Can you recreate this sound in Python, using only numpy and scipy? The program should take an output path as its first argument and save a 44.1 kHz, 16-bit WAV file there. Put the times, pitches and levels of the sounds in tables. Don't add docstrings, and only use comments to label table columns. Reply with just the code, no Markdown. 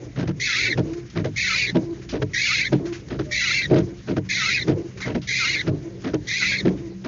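import sys
import numpy as np
from scipy import signal
from scipy.io import wavfile
from scipy.ndimage import uniform_filter1d

SR = 44100
rng = np.random.default_rng(int(sys.argv[2]) if len(sys.argv) > 2 else 0)


def dump(signal):
    limited = np.clip(np.atleast_2d(signal).T, -1, 1)
    pcm = np.round(limited * 32767).astype(np.int16)
    wavfile.write(sys.argv[1], SR, pcm)


N = 311787

# start t/s, slowing t/s, squeal level/dB, slip rate f/Hz, last chirp level/dB
STROKES = [
    (0.398, 0.696, -23, 2073, -20.5),
    (1.361, 1.665, -23.5, 2091, -29),
    (2.334, 2.637, -22.5, 2100, -22),
    (3.311, 3.62, -23, 2100, -25.5),
    (4.289, 4.592, -23, 2073, -31),
    (5.272, 5.579, -23.5, 2098, -25),
    (6.271, 6.57, -24.5, 2100, -31.5),
]
# dip t/s, lowest f/Hz, fall time/s, rise time/s, level/dB
SLOW_DIPS = [
    (0.56, 1240, 0.1, 0.066, -40.5),
    (1.537, 1297, 0.078, 0.032, -35),
    (2.501, 1205, 0.049, 0.057, -38),
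    (3.488, 1216, 0.081, 0.041, -38.5),
    (4.453, 1208, 0.075, 0.072, -36.5),
    (5.445, 1268, 0.055, 0.046, -35.5),
    (6.434, 1250, 0.034, 0.038, -37),
]


def squeal():
    # t/s, change/dB, recovery time/s
    catches = [(0.401, -2.5, 0.13), (1.365, 0.5, .06), (2.564, -9, 0.012), (3.31, -1.5, .06),
               (4.339, -9, 0.014), (4.386, -4.5, 0.039), (5.27, -7, 0.017), (5.514, -8.5, 0.017),
               (6.27, -8, 0.022), (6.385, -5, 0.042), (6.423, 9.5, 0.033), (6.556, 0.5, .03)]
    # f/Hz, level/dB per Hz
    spray_spectrum = [(2000, -26.5), (3400, -7.5), (4120, -11), (6530, -18.5), (7150, -13), (7800, -48),
                      (10100, -79), (17200, -120)]
    t = np.arange(N) / SR
    plan = stroke_plan()
    level_db, slip_hz, octave_db, spray_db = in_time(plan)
    for s, change_db, recovery_s in catches:
        level_db = level_db + change_db * (t > s) * np.exp(-np.abs(t - s) / recovery_s)
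    fan = 0.81 + 0.5 * sum(np.exp(-((t - dip) / 0.11) ** 2) for dip, *rest in SLOW_DIPS)
    narrow = np.clip(narrowing(t), 0, 0.9)
    bend = 0.029 * drift(20)
    base, octave, third = 0, 0, 0
    for offset in (-0.29, -0.16, -0.065, -0.03, 0.03, 0.1, 0.18, 0.25):
        spread = offset * (1 - narrow) * (fan if offset > 0 else 0.85)
        jitter = 0.025 * drift(22) + 0.014 * drift(600)
        phase = 2 * np.pi * np.cumsum(slip_hz * (1 + spread + bend + jitter)) / SR
        grip = from_db(5.57 * drift(41))
        outer_loss = from_db(-45 * abs(offset) * (fan - 0.03 if offset < 0 else 1))
        base = base + grip * outer_loss * np.sin(phase)
        sharp = grip * from_db(-60 / fan * abs(offset + 0.095))
        octave = octave + sharp * np.sin(2 * phase)
        third = third + sharp * np.sin(3 * phase)
    above = signal.butter(4, 3300, "high", fs=SR, output="sos")
    hiss = signal.sosfilt(above, coloured(spray_spectrum, patchy_db=0.4, rate=16))
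    hiss = hiss * from_db(-13 * narrow)
    spray = 0.82 * evened(third, size=900) + 1.98 * hiss
    rough_octave = evened(octave * (1 + 0.23 * drift(300)), size=1500)
    upper = from_db(octave_db - 2.0) * rough_octave + from_db(spray_db) * spray
    return gate(plan, 0.0025) * (from_db(level_db) * evened(base, size=900) + upper)


def stroke_plan():
    octave_levels = (-28.5, -25, -7, -3, -5.5, -12)
    spray_levels = (-18, -7.5, -12, -12.5, -16.5, -27)
    # t/s, length/s, level/dB, f/Hz
    skid = [
        (5.0135, 0.078, -27.5, 2007),
    ]
    bite_s, octave_bite_s = 0.017, 0.02
    crest_share, fade_share = 0.72, 0.92
    speed_up = 0.06
    chirp_peak_s, chirp_end_s, chirp_hz, chirp_sag = 0.036, 0.066, 2100, 0.07
    chirp_in_db, chirp_out_db, chirp_octave_db, chirp_spray_db = -29.5, -65, -28, -45.5
    plan = []
    for start, slowing, db, hz, chirp_db in STROKES:
        length = slowing - start
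        s = start + np.array([0, bite_s, octave_bite_s, crest_share * length, fade_share * length, length])
        level = np.array([-8, -1.5, -1, 0, 1.9, -3])
        rate = hz * (1 + speed_up * np.clip((s - start) / (fade_share * length), 0, 1))
        stroke = [s, db + level, rate, db + np.array(octave_levels), db + np.array(spray_levels)]
        plan.append(np.transpose(stroke))
        low = chirp_hz * (1 - chirp_sag)
        plan.append(np.array([
            (slowing + 1e-4, chirp_in_db, chirp_hz, chirp_octave_db - 1.5, chirp_spray_db),
            (slowing + chirp_peak_s, chirp_db, low, chirp_octave_db, chirp_spray_db + 2.5),
            (slowing + chirp_end_s, chirp_out_db, low * (1 - chirp_sag), chirp_out_db - 6.5, chirp_out_db - 11)]))
    (s, length, db, hz), = skid
    plan.append(np.array([(s, db - 14, hz, db - 18, db - 26),
                          (s + 0.016, db, hz, db - 6.5, db - 21.5),
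                          (s + length, db - 16, hz, db - 45, db - 27)]))
    return sorted(plan, key=lambda rows: rows[0, 0])


def narrowing(t):
    total = 0
    for start, slowing, *rest in STROKES:
        total = total + 0.25 * np.exp(-((t - start) / 0.06) ** 2)
        total = total + 0.35 * np.clip((t - slowing) / 0.02, 0, 1) * (t < slowing + 0.2)
    return total


def slow_end():
    t, hz, level = np.arange(N) / SR, 1600.0, 0
    for dip, low_hz, fall, rise, db in SLOW_DIPS:
        away = np.abs(t - dip) / np.where(t < dip, fall, rise)
        hz = hz - (1600 - low_hz) * np.clip(1 - 0.72 * away, 0, 1)
        level = level + from_db(db) * np.exp(-away ** 6)
    strands = 0
    for ratio, db in ((1.0, -1.5), (0.74, -22), (1.16, -5)):
        waver = 0.015 * drift(40) + 0.014 * drift(500)
        strands = strands + from_db(db + 4.5 * drift(50)) * tone(hz * (ratio + waver), -10)
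    return level * strands


def reversals():
    # t/s, peak level/dB, strongest mode f/Hz, boom re glass/dB, contact time/s
    landings = [
        (0.159, -17.5, 250, -1, 0.09),
        (1.155, -18, 274, 1.5, 0.064),
        (2.125, -16.5, 272, -26, 0.054),
        (3.104, -17.5, 250, -23, 0.06),
        (4.078, -16, 283, -3, 0.058),
        (5.049, -17.5, 288, -14, 0.08),
        (6.039, -18, 257, -28, 0.069),
        (7.048, -21, 266, -27, 0.031),
    ]
    flips = [
        (0.282, -18, 463, 3, 0.021),
        (1.250, -15.5, 296, -6, 0.023),
        (2.225, -14, 425, -3, 0.01),
        (3.197, -14.5, 386, -5.5, 0.019),
        (4.172, -12.5, 272, -4.5, 0.015),
        (5.153, -12.5, 325, -11.5, 0.02),
        (6.142, -12, 321, -11, 0.016),
    ]
    bumps = [
        (0.234, -17, 220, -9, 0.015),
    ]
    top_thuds = [
        (0.780, -12, 330, -0.5, 0.025),
        (1.752, -9.5, 312, -3.5, 0.03),
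        (2.724, -8.5, 335, -3.5, 0.031),
        (3.703, -6, 331.6, -7.5, 0.067),
        (4.676, -9, 311, -5.5, 0.05),
        (5.671, -11, 346.5, -2.5, 0.027),
        (6.657, -8.5, 312, -3.5, 0.022),
    ]
    rebounds = [
        (3.758, -12, 194, -1, 0.052),
        (6.688, -21, 199, -5, 0.0077),
    ]
    let_go = (4.4, 1.95, 2.3, 3.0, 2.94)
    # f/Hz, level/dB, t60/s
    cabin_modes = [(87, -21.5, 0.052), (100.9, 1.5, 0.25), (141.3, 8.5, 0.11), (151.4, -2, 0.42),
                   (186, 9, 0.14)]
    glass_modes = [(250, -6, 0.086), (299.3, -1, 0.14), (337.3, -1, 0.082), (441.4, -1, 0.057),
                   (508, -3, 0.033), (621.5, -6, 0.068), (730, -9, 0.022), (962, -23, 0.092)]
    # f/Hz, level/dB per Hz
    rasp_spectrum = [(410, -24.5), (700, -8), (1010, -10), (1400, -4.5), (5940, -21), (6700, -13),
                     (7800, -57.5), (10100, -68.5), (17200, -120)]
    boom_lag_s, early_boom_s, early_boom_db = 0.006, 0.024, -10.5
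    lead = 0.03
    kinds = (landings, -36.5), (flips, -31.5), (bumps, -57), (top_thuds, -33), (rebounds, -33.5)
    knocks = [(*row, db, sharp) for (rows, db), sharp in zip(kinds, let_go) for row in rows]
    out = np.zeros(N + SR)
    rasp = np.append(coloured(rasp_spectrum, patchy_db=3.0, rate=120), np.zeros(SR))
    dull = signal.lfilter(*signal.butter(1, 4300, fs=SR), rasp)
    bright = rasp - dull
    t = np.arange(SR // 2) / SR - lead
    for s, peak_db, main_hz, boom_db, contact, rasp_db, sharp in knocks:
        onset = np.sin(np.clip(t / (0.0024 + 0.32 * contact), 0, 1) * np.pi / 2) ** 2
        push = onset * np.exp(-np.abs(t / (contact + 0.0083)) ** sharp)
        shake = rng.standard_normal(len(t)) * push
        late = np.roll(shake, round(boom_lag_s * SR))
        late = late + from_db(early_boom_db) * np.roll(shake, -round(early_boom_s * SR))
        boom = struck(late, cabin_modes)
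        glass = struck(shake, glass_modes) + 1.3 * ring(shake, main_hz, 0.051)
        body = glass / np.abs(glass).max() + from_db(boom_db) * boom / np.abs(boom).max()
        i = round((s - 0.011 - lead) * SR)
        here = slice(i, i + len(t))
        scrape = push ** 1.12 * dull[here] + push ** 1.2 * bright[here]
        out[here] += from_db(peak_db) * body + from_db(rasp_db) * scrape
    return out[:N]


def arm_hum():
    # start t/s, crest t/s, crest level/dB, after-hum level/dB, end t/s
    returns = [
        (-0.2, -0.012, -34, -40.5, 0.048),
        (0.814, 0.931, -26, -28, 1.09),
        (1.822, 1.933, -26.5, -41.5, 2.18),
        (2.794, 2.928, -26.5, -38.5, 3.02),
        (3.82, 3.841, -24, -35, 4.02),
        (4.73, 4.82, -27.5, -28.5, 4.91),
        (5.826, 5.881, -28, -40, 6.05),
        (6.745, 6.88, -32.5, -40, 7.04),
    ]
    hum_hz, sag, drop_s, again_s = 344, 0.0255, 0.012, 0.02
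    plan = []
    for s, crest, db, after_db, end in returns:
        plan.append([(s, hum_hz, -46),
                     (s + 0.45 * (crest - s), hum_hz, db - 3.5),
                     (crest, hum_hz * (1 - sag), db),
                     (crest + drop_s, hum_hz, -43),
                     (crest + drop_s + again_s, hum_hz, after_db),
                     (end, hum_hz, -52.5)])
    hz, db = in_time(plan)
    voice = tone(hz * (1 + 0.021 * drift(30)), -25.0, -30.0)
    return gate(plan, 0.027) * from_db(db + 1.2 * drift(22)) * voice


def rubber_note():
    # t/s, f/Hz, level/dB, length/s
    sung = [
        (3.242, 604, -41, 0.16),
    ]
    (s, hz, db, length), = sung
    shape = [(s, db - 22), (s + 0.026, db), (s + length, db - 75 * length)]
    level_db = in_time(shape)[0] + 1.7 * drift(30)
    return gate([shape], 0.02) * from_db(level_db) * tone(hz * (1 + 0.0076 * drift(30)), -21)


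def splashes():
    # t/s, peak level/dB, centre f/Hz, length/s
    flicks = [(0.1, -51, 2100, 0.02), (0.203, -30, 1190, 0.019), (0.93, -30.5, 2100, 0.022),
              (0.97, -35.5, 1870, 0.032), (1.097, -36, 6340, 0.019), (2.0143, -36.5, 2300, 0.034),
              (2.0885, -26.5, 5800, 0.045), (2.852, -28, 2110, 0.047), (2.9227, -25.5, 2384, 0.052),
              (2.953, -36, 1940, 0.026), (3.082, -30, 1920, 0.011), (3.7548, -48, 995, 0.015),
              (3.781, -19, 1350, 0.011), (4.971, -30, 2260, 0.038), (5.001, -23.5, 2110, 0.045),
              (5.214, -33, 4950, 0.054), (5.822, -45.5, 6567, 0.02), (6.0164, -35, 1395, 0.0184)]
    out, t = np.zeros(N + SR), np.arange(SR // 8) / SR
    above = signal.butter(2, 1300, "high", fs=SR, output="sos")
    for s, peak_db, hz, length in flicks:
        white = rng.standard_normal(len(t))
        puff = signal.sosfilt(above, 0.45 * rms_one(ring(white, hz, 3.1 / hz)) + 1.12 * white)
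        shape = np.clip(t / 0.004, 0, 1) * np.exp(-(t / length) ** 2)
        i = round(s * SR)
        out[i:i + len(t)] += from_db(peak_db - 8.5) * puff * shape
    return out[:N]


def engine_idle():
    # t/s, level/dB
    load = [
        (0.0, -75),
        (1.52, -47),
        (1.79, -53.5),
        (3.82, -50),
        (4.31, -43.5),
        (4.84, -55.5),
        (5.08, -42.5),
        (5.42, -53.5),
        (6.87, -43.5),
        (7.07, -41),
    ]
    third_db, = in_time(load)
    speed = 62.2 * (1 + 0.028 * drift(1.54))
    third = from_db(third_db + 1.5 + 2.4 * drift(8)) * tone(3 * speed)
    return third + from_db(-46 + 1.0 * drift(21)) * tone(2 * speed)


def cabin(thuds):
    # t/s, rumble level/dB, drone level/dB
    shudders = [(0.0, -48, -40.5), (0.268, -34, -43.5), (0.812, -32.5, -27.5), (1.281, -34.5, -53),
                (1.829, -39, -33.5), (2.202, -34, -39.5), (2.81, -39, -30.5), (3.201, -32.5, -43),
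                (3.759, -30.5, -31.5), (4.211, -36, -46.5), (4.712, -35.5, -24.5), (5.14, -32, -47),
                (5.748, -40, -28.5), (6.14, -36, -37), (6.71, -32.5, -28.5)]
    # f/Hz, level/dB per Hz
    rumble_spectrum = [(13, -65.5), (22, -54.5), (49, -4.5), (86, -13), (118, -3.5), (163, -13.5),
                       (300, -19.5), (390, -45), (660, -120)]
    drone_spectrum = [(110, -42.5), (180, -17), (200, -25.5), (216, -20.5), (340, -1.5), (569, -23),
                      (969, -33), (1200, -50.5), (1560, -68.5), (2640, -120)]
    swish_spectrum = [(470, -9.5), (800, -24.5), (1300, -17.5), (1500, -20.5), (1830, -11), (2810, -20.5),
                      (6320, -20), (7800, -13.5), (10100, -53), (17200, -120)]
    s, rumble_db, drone_db = np.transpose(shudders)
    mid_strokes = [start + 0.84 * (slowing - start) for start, slowing, *rest in STROKES]
    load = peaks(mid_strokes, np.zeros(len(STROKES)), rise_db_s=67.5, fall_db_s=67.5)
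    rumble = from_db(-52) + from_db(-43.5) * load + peaks(s, rumble_db, rise_db_s=86.5, fall_db_s=82)
    drone = from_db(-54) + from_db(-48.5) * load + peaks(s, drone_db, rise_db_s=154.5, fall_db_s=120)
    swish = from_db(-54) + from_db(-44.5) * load
    rumble = rumble * evened(coloured(rumble_spectrum, patchy_db=0.5, rate=6.3), size=8000)
    drone = drone * coloured(drone_spectrum, patchy_db=3.0, rate=11.0)
    swish = swish * coloured(swish_spectrum, patchy_db=2.0, rate=14)
    return rumble + drone + swish * ducking(thuds, depth_db=6.0, release_db_s=250)


def ducking(loud, depth_db, release_db_s):
    level = np.clip(20 * np.log10(np.abs(loud) + 1e-9) + 30, 0, 20)
    ramp = release_db_s * np.arange(N) / SR
    held = np.maximum.accumulate(level + ramp) - ramp
    return from_db(-depth_db * uniform_filter1d(held, size=400) / 20)


def from_db(db):
    return np.exp(np.asarray(db) * (np.log(10) / 20))


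def rms_one(x):
    return x / np.sqrt(np.mean(x ** 2) + 1e-20)


def evened(x, size):
    return x / np.sqrt(uniform_filter1d(x ** 2, size) + 1e-12)


def in_time(rows):
    rows = np.concatenate(rows) if np.ndim(rows[0]) > 1 else np.array(rows)
    return [np.interp(np.arange(N) / SR, rows[:, 0], column) for column in rows.T[1:]]


def gate(spans, fade_s):
    t = np.arange(N) / SR
    return sum(np.clip(np.minimum(t - s[0][0], s[-1][0] - t) / fade_s + 0.5, 0, 1) for s in spans)


def peaks(times, tops_db, rise_db_s, fall_db_s):
    t = np.arange(0, N + 64, 64) / SR
    gain = 0
    for s, db in zip(times, tops_db):
        gain = gain + from_db(db - np.where(t < s, rise_db_s * (s - t), fall_db_s * (t - s)))
    return np.interp(np.arange(N) / SR, t, gain)


def drift(rate):
    r = np.exp(-16 * np.pi * rate / SR)
    slow = signal.lfilter([1], [1, -2 * r, r * r], rng.standard_normal(N // 8 + 4002))[4000:]
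    return np.interp(np.arange(N) / 8, np.arange(len(slow)), rms_one(slow))


def ring(x, hz, t60):
    r, w = from_db(-60 / (t60 * SR)), 2 * np.pi * hz / SR
    return signal.lfilter([0, np.sin(w)], [1, -2 * r * np.cos(w), r * r], x + 1e-18)


def struck(x, modes):
    return sum(from_db(db) * ring(x, hz, t60) * (-1) ** k for k, (hz, db, t60) in enumerate(modes))


def coloured(spectrum, patchy_db, rate):
    hz, db = np.transpose(spectrum)
    edges = hz[0] * 2 ** np.arange(0, np.log2(hz[-1] / hz[0]) + 0.3, 1 / 3)
    white, together, out = rng.standard_normal((2, N)), drift(rate), 0
    for k, (low, high) in enumerate(zip(edges, edges[1:])):
        band = signal.sosfilt(signal.butter(2, [low, high], "band", fs=SR, output="sos"), white[k % 2])
        level = np.interp(np.log(low * high) / 2, np.log(hz), db)
        out = out + band * from_db(level + patchy_db * (together + 0.93 * drift(rate)))
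    return rms_one(out)


def tone(hz, *overtones_db):
    phase = 2 * np.pi * np.cumsum(hz) / SR
    return np.sqrt(2) * sum(from_db(db) * np.sin((k + 1) * phase) for k, db in enumerate((0, *overtones_db)))


def scene():
    thuds = reversals()
    blade = squeal() + slow_end() + rubber_note()
    mix = blade + thuds + arm_hum() + splashes() + engine_idle() + cabin(thuds)
    return mix[None]


def band_limit(x):
    return signal.sosfilt(signal.butter(12, 7970, fs=SR, output="sos"), x)


def record(dry):
    x = 0.79 * np.tanh(dry / 0.77)
    x = signal.sosfilt(signal.butter(3, 46, "high", fs=SR, output="sos"), x)
    x = signal.sosfilt(signal.butter(6, 7200, fs=SR, output="sos"), x)
    x = signal.sosfilt(signal.cheby2(12, 60, 8000, fs=SR, output="sos"), x)
    return band_limit(x)


dry = scene()
out = record(dry)
dump(out)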